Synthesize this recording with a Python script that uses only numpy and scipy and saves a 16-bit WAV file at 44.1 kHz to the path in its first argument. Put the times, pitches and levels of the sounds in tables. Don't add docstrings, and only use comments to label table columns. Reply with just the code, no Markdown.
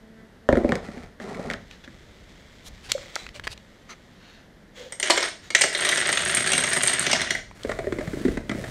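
import sys
import numpy as np
from scipy import signal
from scipy.fft import rfft, irfft
from scipy.io import wavfile
from scipy.ndimage import uniform_filter1d

SR = 44100
rng = np.random.default_rng(int(sys.argv[2]) if len(sys.argv) > 2 else 0)


def unload_audio(sound):
    columns = np.transpose(np.atleast_2d(sound))
    steps = np.round(np.clip(columns, -1, 1) * 32767)
    wavfile.write(sys.argv[1], SR, steps.astype(np.int16))


N = 383669
TIME = np.arange(N) / SR
AGE = np.arange(SR // 5) / SR
ATTACK = SR // 100


def from_db(db):
    return 10 ** (np.asarray(db) / 20)


def rms_one(x):
    return x / np.sqrt(np.mean(x ** 2) + 1e-20)


def even(x, span_s):
    power = uniform_filter1d(x ** 2, max(int(span_s * SR), 1))
    floor = np.mean(x ** 2) / 100
    return x / np.sqrt(np.maximum(power, 0) + floor)


def gains(rows):
    times, *columns = np.transpose(rows)
    return [from_db(np.interp(TIME, times, column, left=-200, right=-200)) for column in columns]


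def held(start, end, attack_s, release_db_per_s):
    rise = np.clip((TIME - start) / attack_s, 0, 1)
    drop_db = np.minimum(release_db_per_s * np.maximum(TIME - end, 0), 200)
    return rise * from_db(-drop_db)


def swell(s, rise, fall):
    distance = (TIME - s) / np.where(TIME < s, rise, fall)
    return np.exp(-np.minimum(distance ** 2, 40))


def add(track, s, db, sound):
    at = max(round(s * SR), 0)
    part = sound[:N - at] / np.sqrt(np.mean(sound[:ATTACK] ** 2) + 1e-20)
    track[at:at + len(part)] += from_db(db) * part


def colour(x, spectrum, stretch=1):
    size = 4096
    hz, db = np.transpose(spectrum)
    grid = np.log(np.maximum(np.arange(size // 2 + 1) * SR / size, 1) / stretch)
    beyond = np.maximum(np.log(hz[0]) - grid, 0) + np.maximum(grid - np.log(hz[-1]), 0)
    level_db = np.interp(grid, np.log(hz), db) - 40 * np.minimum(beyond, 1)
    cepstrum = irfft(np.log(from_db(level_db)))
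    cepstrum[1:size // 2] *= 2
    cepstrum[size // 2 + 1:] = 0
    response = irfft(np.exp(rfft(cepstrum)))
    return signal.oaconvolve(x, response)[:len(x)]


def resonate(x, modes, detune=0., scatter_db=0.):
    out = 0
    for k, (hz, width, db) in enumerate(modes):
        r = np.exp(-np.pi * width / SR)
        w = 2 * np.pi * hz * np.exp(detune * rng.normal()) / SR
        gain = (-1) ** k * from_db(db + scatter_db * rng.normal()) * (1 - r * r) / 2
        out = out + gain * signal.lfilter([1, 0, -1], [1, -2 * r * np.cos(w), r * r], x)
    return out


def contact(t60, diffuse):
    chatter = rng.standard_normal(len(AGE)) * from_db(-60 * AGE / t60)
    chatter = chatter * (1 - np.exp(-AGE / 0.00099))
    return (AGE == 0) + diffuse * chatter / np.linalg.norm(chatter)


def grains(per_s, spread_db):
    sizes = from_db(spread_db * np.minimum(rng.exponential(1, N), 3.5))
    return (rng.random(N) < per_s / SR) * sizes * rng.choice([-1, 1], N)


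def friction(spectrum, per_s, spread_db):
    return rms_one(colour(grains(per_s, spread_db), spectrum))


# (f/Hz, level/dB)
AIR_SPECTRUM = [(59, -35), (100, -6), (206, 1.5), (277, -5), (608, -8.5), (768, -14), (1100, -17.5),
                (1910, -13), (2470, -24), (3320, -22), (8640, -35.5), (14100, -41), (16000, -71)]


def room_air():
    return from_db(-53) * rms_one(colour(rng.standard_normal(N), AIR_SPECTRUM))


# (f/Hz, level/dB)
RUMBLE_SPECTRUM = [(15, -11), (35, -2.5), (52, -4), (85, -6), (130, -10), (220, -27.5), (500, -57)]
# (t/s, rumble level/dB, half length/s)
MICROPHONE_JOLTS = [(1.0, -49, 0.14), (1.5, -47, 0.13), (2.1, -53.5, 0.69), (2.723, -45, .05),
                    (2.928, -50, 0.16), (3.286, -48, 0.057), (3.466, -44.5, 0.098), (7.4, -48.5, 0.21)]
STEADY_RUMBLE_DB = -58
CHUTE_SHAKE_DB, BOOK_SHAKE_DB, SHAKE_DECAY_S = -18.5, -10, 0.055


def rumble(chute, row):
    keep = np.exp(-1 / (SHAKE_DECAY_S * SR))
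    blows = from_db(CHUTE_SHAKE_DB) * chute + from_db(BOOK_SHAKE_DB) * row
    shaking = signal.lfilter([1 - keep], [1, -keep], blows ** 2 + 1e-18)
    power = from_db(STEADY_RUMBLE_DB) ** 2 + shaking
    for s, db, width in MICROPHONE_JOLTS:
        power += (from_db(db) * swell(s, width, width)) ** 2
    noise = colour(rng.standard_normal(N), RUMBLE_SPECTRUM)
    return np.sqrt(power) * even(noise, span_s=0.2)


# (f/Hz, decay time/s)
ECHO_DECAY = [(100, 0.36), (500, 0.42), (1500, 0.26), (4000, 0.45), (9000, 0.36), (15000, 0.088)]


def room_echo():
    hz, t60 = np.transpose(ECHO_DECAY)
    age = np.arange(SR * 3 // 4) / SR
    out = 0
    for low in 60 * 2. ** np.arange(8):
        octave = signal.butter(2, [low, 2 * low], "band", fs=SR, output="sos")
        band = signal.sosfilt(octave, rng.standard_normal(len(age)))
        decay_s = np.interp(low * np.sqrt(2), hz, t60)
        out = out + band * from_db(-60 * age / decay_s)
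    out = out * (1 - np.exp(-(age / 0.004) ** 2))
    return out / np.linalg.norm(out)


# (t/s, level/dB before the trim below)
SWAY_RUSTLE = [(1.6, -57), (1.99, -56), (2.89, -53), (3.03, -43.5), (3.36, -61), (3.5, -64), (3.59, -59),
               (4.06, -59), (4.7, -73)]
RUSTLE_TRIM_DB = -2
# (t/s, level/dB, rise/s, fall/s, brightness with 1 = plain)
CLOTH_SWISHES = [(1.72, -51, 0.016, 0.05, .9), (1.845, -45, .007, 0.01, .75),
                 (2.675, -42.5, .021, 0.012, 1.7), (2.86, -45, 0.022, 0.025, 1.3),
                 (2.90, -35.5, 0.0088, 0.028, 1), (3.19, -42, 0.054, 0.065, 1.07),
                 (3.354, -42, .01, .028, 1.11), (3.445, -41.5, .006, .019, 0.93),
                 (3.531, -39.5, 0.026, 0.0065, 1.36), (3.905, -40.5, 0.013, .031, 0.61),
                 (4.3, -53, 0.13, 0.13, 0.81), (4.78, -45, .025, 0.13, 0.97),
                 (5.45, -48.5, .027, 0.052, .9)]
# (f/Hz, level/dB)
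CLOTH_SPECTRUM = [(300, -5), (560, -3.5), (950, -5.5), (1500, -6), (2100, 3), (2650, -6), (3400, 0),
                  (4300, -6), (5500, -9), (7500, -12), (10000, -26), (15000, -30)]
# (f/Hz, width/Hz, level/dB)
WEAVE_MODES = [(1700, 210, 0), (3460, 130, 10.5), (4290, 140, 4), (7000, 490, -7.5)]


def cloth():
    rustle = gains(SWAY_RUSTLE)[0] * friction(CLOTH_SPECTRUM, per_s=3200, spread_db=3.5)
    out = from_db(RUSTLE_TRIM_DB) * rustle
    for s, db, rise, fall, bright in CLOTH_SWISHES:
        fibres = rms_one(colour(grains(per_s=3000, spread_db=3), CLOTH_SPECTRUM, stretch=bright))
        plucks = grains(per_s=2500, spread_db=3.5)
        weave = rms_one(resonate(plucks, WEAVE_MODES, detune=0.083, scatter_db=5))
        out += from_db(db) * swell(s, rise, fall) * rms_one(fibres + 0.54 * weave)
    return out


# (f/Hz, width/Hz, level/dB)
TRACK_MODES = [(499, 35, 9.5), (572, 23, 4)]
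ROLL_START_S, ROLL_ATTACK_S, ROLL_RELEASE_DB_PER_S, ROLL_DB = 4.76, .05, 104, -40.5


def rolling():
    envelope = held(ROLL_START_S, ROLL_START_S + ROLL_ATTACK_S, ROLL_ATTACK_S, ROLL_RELEASE_DB_PER_S)
    drone = rms_one(resonate(grains(per_s=1400, spread_db=3.5), TRACK_MODES))
    return from_db(ROLL_DB) * envelope * drone


# (t/s, peak level/dB, f/Hz, swell/s)
HOLLOW_KNOCKS = [(2.9493, -19.5, 544, 0.005), (3.35, -44.5, 585, 0.013)]


def hollow():
    out = np.zeros(N)
    for s, db, hz, swell_s in HOLLOW_KNOCKS:
        age = np.maximum(TIME - s, 0)
        envelope = (age / swell_s * np.exp(1 - age / swell_s)) ** 2
        out += from_db(db) * envelope * np.sin(2 * np.pi * hz * age)
    return out


# (t/s, level/dB before the final filter, centre f/Hz)
DRY_CLICKS = [(0.755, -35, 5500), (1.502, -38, 3640), (1.512, -40, 3760), (1.536, -34, 3200),
              (1.712, -42.5, 2930), (2.9185, -18.5, 3840), (2.9186, -18, 7640), (2.98, -42.5, 1180),
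              (3.1562, -25.5, 5370), (3.162, -27.5, 1450), (3.2656, -36.5, 2170), (3.2901, -41, 2560),
              (3.397, -35.5, 1860), (3.4387, -42, 2620), (3.471, -30, 1800), (3.4758, -26, 2380),
              (3.577, -45, 3600), (7.5123, -45.5, 1155), (7.634, -36.5, 4100), (7.924, -38.5, 1700),
              (8.4948, -32, 3240)]


def ticks():
    out = np.zeros(N)
    for s, db, hz in DRY_CLICKS:
        body = [(0.89 * hz, 0.39 * hz, 0), (2.03 * hz, 0.31 * hz, -4), (2 * hz, 0.31 * hz, -5)]
        add(out, s, db, resonate(contact(t60=0.0094, diffuse=1.0), body, detune=.01))
    tone = [(100, 21), (1000, 0.5), (3000, -2), (4300, -3),
            (8000, -4), (10500, -12.5), (12500, -9), (15500, -17)]
    return colour(out, tone)


# (f/Hz, level/dB)
CRACK_SPECTRUM = [(700, -34), (1200, -1.5), (1600, 6), (2050, 6.5), (2600, -20.5), (3500, -8.5),
                  (5000, -22.5), (8000, -22), (14000, -55)]
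MOTOR_HZ = 221
# (multiple of the motor speed, level/dB within the hum)
HUM_PARTS = [(1, -6.5), (2, -13), (3, -18)]
# (start t/s, end t/s, hum level/dB)
MOTOR_RUNS = [(0, .26, -52.5), (.43, .48, -50.5)]
MOTOR_SPIN_UP_S, MOTOR_RUN_DOWN_DB_PER_S = 0.027, 260
RATTLE_S, RATTLE_WIDTH_S, RATTLE_DB = .2, .05, -57.5


def motor():
    hum = 0
    for start, end, db in MOTOR_RUNS:
        hum = hum + from_db(db) * held(start, end, MOTOR_SPIN_UP_S, MOTOR_RUN_DOWN_DB_PER_S)
    turns = MOTOR_HZ * TIME
    tone = sum(from_db(db) * np.sin(2 * np.pi * multiple * turns) for multiple, db in HUM_PARTS)
    taps = np.diff(np.floor(turns), prepend=0) * (1 + 0.15 * rng.standard_normal(N))
    rattle = from_db(RATTLE_DB) * swell(RATTLE_S, RATTLE_WIDTH_S, RATTLE_WIDTH_S)
    return hum * rms_one(tone) + rattle * rms_one(colour(taps, CRACK_SPECTRUM))


# (t/s, boom level/dB, knock level/dB, crack level/dB)
PHONE_BOUNCES = [(0.489, -19, -12.5, -22), (0.5269, -14.5, -13.5, -27), (0.5549, -45, -30, -31),
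                 (0.5715, -16, -19, -31.5), (0.6457, -16, -18, -41), (0.6921, -24.5, -24.5, -34.5),
                 (0.721, -23, -23.5, -22.5), (0.7544, -34.5, -31, -33), (0.886, -33, -40, -46),
                 (0.972, -35, -44, -54), (1.2007, -39, -40, -40), (1.347, -39, -48, -40.5),
                 (1.393, -34.5, -32, -57), (1.4454, -41, -36.5, -54), (1.5009, -37, -35, -27.5),
                 (1.512, -45, -45, -32.5), (1.5401, -38, -44, -34), (1.877, -41.5, -51, -44.5)]
# (start t/s, end t/s, drumming level/dB, scrape level/dB)
PHONE_SLIDES = [(0.494, 0.772, -35.5, -49), (.82, 1.043, -45.5, -50.5), (1.196, 1.528, -37.5, -47.5)]
# (f/Hz, width/Hz, level/dB)
BOOM_MODES = [(55, 35, -11), (150, 14.6, -7), (238.6, 21.5, 1.5), (336, 39, -6)]
# (f/Hz, width/Hz, level/dB)
KNOCK_MODES = [(440, 87, -3.5), (554, 71, 0), (735, 46, -11.5), (977, 85, -19.5)]
# (f/Hz, level/dB)
DRUMMING_SPECTRUM = [(65, -55), (110, -10.5), (224, 0), (332, -22), (380, -3), (467, -6.5), (540, -14),
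                     (699, -7), (860, -14.5), (1300, -21.5), (1690, -31), (2860, -120)]
# (f/Hz, level/dB)
SCRAPE_SPECTRUM = [(590, -37), (1000, -17), (1340, 5), (1540, -7), (1910, 3.5), (2710, -10), (4410, -11),
                   (5660, -15), (8230, -18), (15000, -40)]
CRACK_SCATTER = 0.082
SLIDE_ATTACK_S, SLIDE_RELEASE_DB_PER_S = .01, 260


def phone():
    out = np.zeros(N)
    for s, boom_db, knock_db, crack_db in PHONE_BOUNCES:
        push = contact(t60=0.076, diffuse=0.44)
        add(out, s, boom_db, resonate(push, BOOM_MODES, detune=0.038, scatter_db=3.5))
        add(out, s, knock_db, resonate(push, KNOCK_MODES, detune=0.04))
        stretch = np.exp(CRACK_SCATTER * rng.normal())
        add(out, s, crack_db, colour(contact(t60=0.03, diffuse=0.54), CRACK_SPECTRUM, stretch))
    drumming = friction(DRUMMING_SPECTRUM, per_s=540, spread_db=1.5)
    scrape = friction(SCRAPE_SPECTRUM, per_s=1000, spread_db=3.0)
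    for start, end, drumming_db, scrape_db in PHONE_SLIDES:
        slide = from_db(drumming_db) * drumming + from_db(scrape_db) * scrape
        out += held(start, end, SLIDE_ATTACK_S, SLIDE_RELEASE_DB_PER_S) * slide
    return out


# (t/s, thud level/dB, f/Hz, cover slap level/dB)
BOOK_FALLS = [(7.648, -24.5, 400, -39), (7.6933, -24, 407, -29.5), (7.7156, -32, 375, -28),
              (7.7888, -28, 440, -32), (7.842, -33, 360, -43), (7.8696, -23.5, 370, -37.5),
              (7.924, -23.5, 306, -33.5), (7.986, -26.5, 310, -34), (8.0088, -33, 610, -36),
              (8.074, -27.5, 150, -36), (8.133, -25.5, 286, -41), (8.171, -29, 290, -58),
              (8.211, -31, 293, -46), (8.2507, -16, 247, -33.5), (8.2812, -20, 290, -34.5),
              (8.372, -24.5, 227, -31), (8.4949, -25.5, 211, -30), (8.5142, -27, 218, -29.5),
              (8.5482, -29, 226, -43), (8.64, -37, 470, -33.5)]
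# (f/Hz, level/dB)
SLAP_SPECTRUM = [(350, -11.5), (650, 7.5), (950, -3), (1400, 2.5), (2050, 7), (2700, -11), (3700, -10),
                 (5500, -18.5), (8500, -17), (14000, -63)]
# (t/s, body level/dB, cover rub level/dB), before the trims below
BOOK_LEAN = [(7.55, -49, -53.5), (7.7, -50, -47), (7.836, -37, -52), (8.166, -35, -45), (8.326, -40, -46),
             (8.432, -45.5, -59), (8.582, -33, -44.5), (8.7, -35.5, -44.5)]
LEAN_BODY_TRIM_DB, LEAN_RUB_TRIM_DB = -4, -0.5
# (f/Hz, level/dB)
BODY_SPECTRUM = [(59, -49), (100, 3.5), (145, -1), (220, -3.5), (292, -8.5), (586, -6.5), (888, -37),
                 (1200, -33), (1560, -54), (2640, -120)]
# (f/Hz, level/dB)
RUB_SPECTRUM = [(600, -2), (1000, -2), (2000, 3), (2700, -5.5), (3700, -5), (5500, -10), (8500, -11),
                (11000, -18), (15000, -24)]


def books():
    out = np.zeros(N)
    for s, thud_db, hz, slap_db in BOOK_FALLS:
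        modes = [(0.59 * hz, 55, -14), (hz, 60, 0), (1.55 * hz, 120, -9)]
        thud = resonate(contact(t60=0.053, diffuse=0.83), modes, detune=0.014, scatter_db=2.5)
        add(out, s, thud_db, colour(thud, [(40, -1.5), (600, 0.0), (1200, -14), (4000, -33)]))
        add(out, s, slap_db, colour(contact(t60=0.035, diffuse=2.5), SLAP_SPECTRUM))
    body, rub = gains(BOOK_LEAN)
    out += from_db(LEAN_BODY_TRIM_DB) * body * friction(BODY_SPECTRUM, per_s=370, spread_db=3.0)
    out += from_db(LEAN_RUB_TRIM_DB) * rub * friction(RUB_SPECTRUM, per_s=2300, spread_db=3)
    return out


# (multiple of its pitch, level/dB, time to drop by 60 dB/s)
TILE_MODES = [(.79, -13, 0.027), (0.998, 6, 0.037), (1.025, -9, .022), (1.124, -5.5, 0.027)]
TILE_HZ, TILE_SCATTER_HZ = 8440, 99


def tile_ring():
    hz = TILE_HZ + TILE_SCATTER_HZ * rng.normal()
    ring = 0
    for ratio, db, t60 in TILE_MODES:
        decay = from_db(db - 60 * AGE / t60 + 4.9 * rng.normal())
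        mode_hz = hz * ratio * (1 + 0.0064 * rng.normal())
        ring = ring + decay * np.sin(2 * np.pi * mode_hz * AGE)
    snap_tone = [(4000, -51), (7000, 20.5), (10000, 19.0), (11500, 7), (15000, -5.5)]
    return ring + 1.13 * colour(contact(t60=0.006, diffuse=0.88), snap_tone)


# (start t/s, end t/s, attack/s, release/dB per s, clatter level/dB, ringing level/dB), before the final filters
DOMINO_SPILLS = [(5.025, 5.269, 0.021, 382, -29.5, -39), (5.555, 5.66, 0.016, 218, -33, -39),
                 (5.684, 6.102, .14, 70, -26, -33), (6.177, 7.22, 0.093, 95, -28.5, -32.5)]


def tumble(sound, spread_db, count):
    out = np.zeros(N)
    first, last = DOMINO_SPILLS[0][0], DOMINO_SPILLS[-1][1] + 0.18
    for when, size in rng.random((count, 2)):
        add(out, first + when * (last - first), spread_db * size ** 2, sound())
    return out


# (t/s, wood body level/dB, edge level/dB, ring level/dB)
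DOMINO_FALLS = [(4.9232, -37.5, -40.5, -34), (4.9989, -31.5, -33, -27.5), (5.0277, -24, -22.5, -35),
                (5.0996, -15, -26, -27.5), (5.1048, -19, -15.5, -32), (5.1756, -19.5, -23.5, -46),
                (5.2271, -24.5, -24.5, -39), (5.5037, -30, -33.5, -40), (5.549, -11.5, -15, -28),
                (5.6115, -18.5, -27, -19.5), (5.6166, -21, -16.5, -18.5), (5.638, -17, -25, -24.5),
                (5.7488, -25.5, -24.5, -40), (5.8492, -21.5, -25, -29), (5.8893, -25.5, -20.5, -27),
                (5.9267, -20.5, -45, -43), (5.9733, -25, -26, -28.5), (6.0905, -20, -30, -32),
                (6.127, -29, -25.5, -25), (6.1725, -23, -21, -38), (6.348, -34, -38, -19),
                (6.3713, -21, -29, -25.5), (6.4733, -23.5, -26.5, -26), (6.5181, -26, -24, -25),
                (6.5324, -22.5, -20, -25), (6.579, -23.5, -25, -20.5), (6.6376, -23.5, -25, -28),
                (6.732, -23, -28, -23), (6.768, -22.5, -33, -24.5), (6.834, -25, -31, -19),
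                (6.8742, -35, -49, -16.5), (6.8789, -28, -22.5, -27), (6.933, -26.5, -36, -25),
                (6.9944, -32, -44, -20), (7.0658, -23, -24.5, -44), (7.1135, -28, -21.5, -27),
                (7.13, -19, -18.5, -32), (7.216, -25, -25.5, -32), (7.306, -20.5, -23.5, -34),
                (7.3504, -23.5, -55, -46)]
# (f/Hz, width/Hz, level/dB)
WOOD_BODY_MODES = [(237, 133, -6), (394, 132, -6), (570, 190, -6), (1344, 254, -9), (1938, 304, 1.5),
                   (2225, 310, -3)]
# (f/Hz, width/Hz, level/dB)
WOOD_EDGE_MODES = [(2835, 380, 2.5), (3470, 920, 1), (4240, 460, 0.5), (5810, 1010, -5), (6750, 750, -6)]
# (f/Hz, level/dB)
CLATTER_SPECTRUM = [(41, -34), (70, -6), (94, -10.5), (150, -3), (442, -6.5), (488, -10), (528, -11.5),
                    (594, -2.5), (896, -14.5), (1890, 2.5), (2480, -8), (3330, -5), (4940, -14),
                    (6630, -15.5), (7600, -20.5), (9880, -22), (16700, -120)]
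# (f/Hz, level/dB)
TOUCH_SPECTRUM = [(170, -23), (360, 0.5), (600, -1), (900, 1), (1500, 0), (9600, -0.5), (11000, 0.5),
                  (13000, -3), (15500, -16)]
# (f/Hz, width/Hz, level/dB)
FLOOR_MODES = [(90, 34, 1.7), (150, 78, 0), (259, 39, 0.79)]
# (t/s, gain level/dB)
FLOOR_GAIN = [(5.54, -12), (5.85, -7), (6.35, 1.5), (7.55, 1)]
CLACK_T60 = 0.037
RING_FADE_S, RING_FADE_DB_PER_S = 7.0, 130


def dominoes():
    out = np.zeros(N)
    edge_tone = [(1500, -15), (2800, 2.0), (7000, 4.5), (11000, 9), (15000, -20)]
    for s, body_db, edge_db, ring_db in DOMINO_FALLS:
        body_push = contact(t60=CLACK_T60, diffuse=1.58)
        add(out, s, body_db, resonate(body_push, WOOD_BODY_MODES, detune=0.067, scatter_db=1.5))
        edge_push = contact(t60=CLACK_T60, diffuse=3.0)
        edge = resonate(edge_push, WOOD_EDGE_MODES, detune=0.077, scatter_db=1.5)
        add(out, s, edge_db, colour(edge, edge_tone))
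        add(out, s, ring_db, tile_ring())
    clacks = tumble(lambda: contact(t60=0.011, diffuse=1.48), spread_db=13, count=1000)
    on_wood = even(colour(clacks, CLATTER_SPECTRUM), span_s=0.06)
    on_tiles = even(tumble(tile_ring, spread_db=4.5, count=220), span_s=0.057)
    on_tiles = on_tiles * from_db(-RING_FADE_DB_PER_S * np.maximum(TIME - RING_FADE_S, 0))
    for start, end, attack_s, release_db_per_s, clatter_db, ringing_db in DOMINO_SPILLS:
        spill = from_db(clatter_db) * on_wood + from_db(ringing_db) * on_tiles
        out += held(start, end, attack_s, release_db_per_s) * spill
    floor = gains(FLOOR_GAIN)[0] * resonate(out, FLOOR_MODES)
    return colour(out, TOUCH_SPECTRUM) + floor


def scene():
    chute, clicks, tiles, row = phone(), ticks(), dominoes(), books()
    notes = rolling() + hollow()
    to_room = from_db(-9.5) * chute + from_db(-18.5) * clicks + from_db(-11.5) * notes
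    to_room += from_db(-7) * tiles + from_db(-9) * row
    echo = signal.oaconvolve(to_room, room_echo())[:N]
    background = room_air() + rumble(chute, row) + echo
    stages = motor() + chute + cloth() + clicks + notes + tiles + row
    return (background + stages)[None]


def record(dry):
    low_pass = signal.ellip(10, .1, 80, 15600, fs=SR, output="sos")
    return signal.sosfilt(low_pass, np.clip(dry, -1, 1))


dry = scene()
out = record(dry)
unload_audio(out)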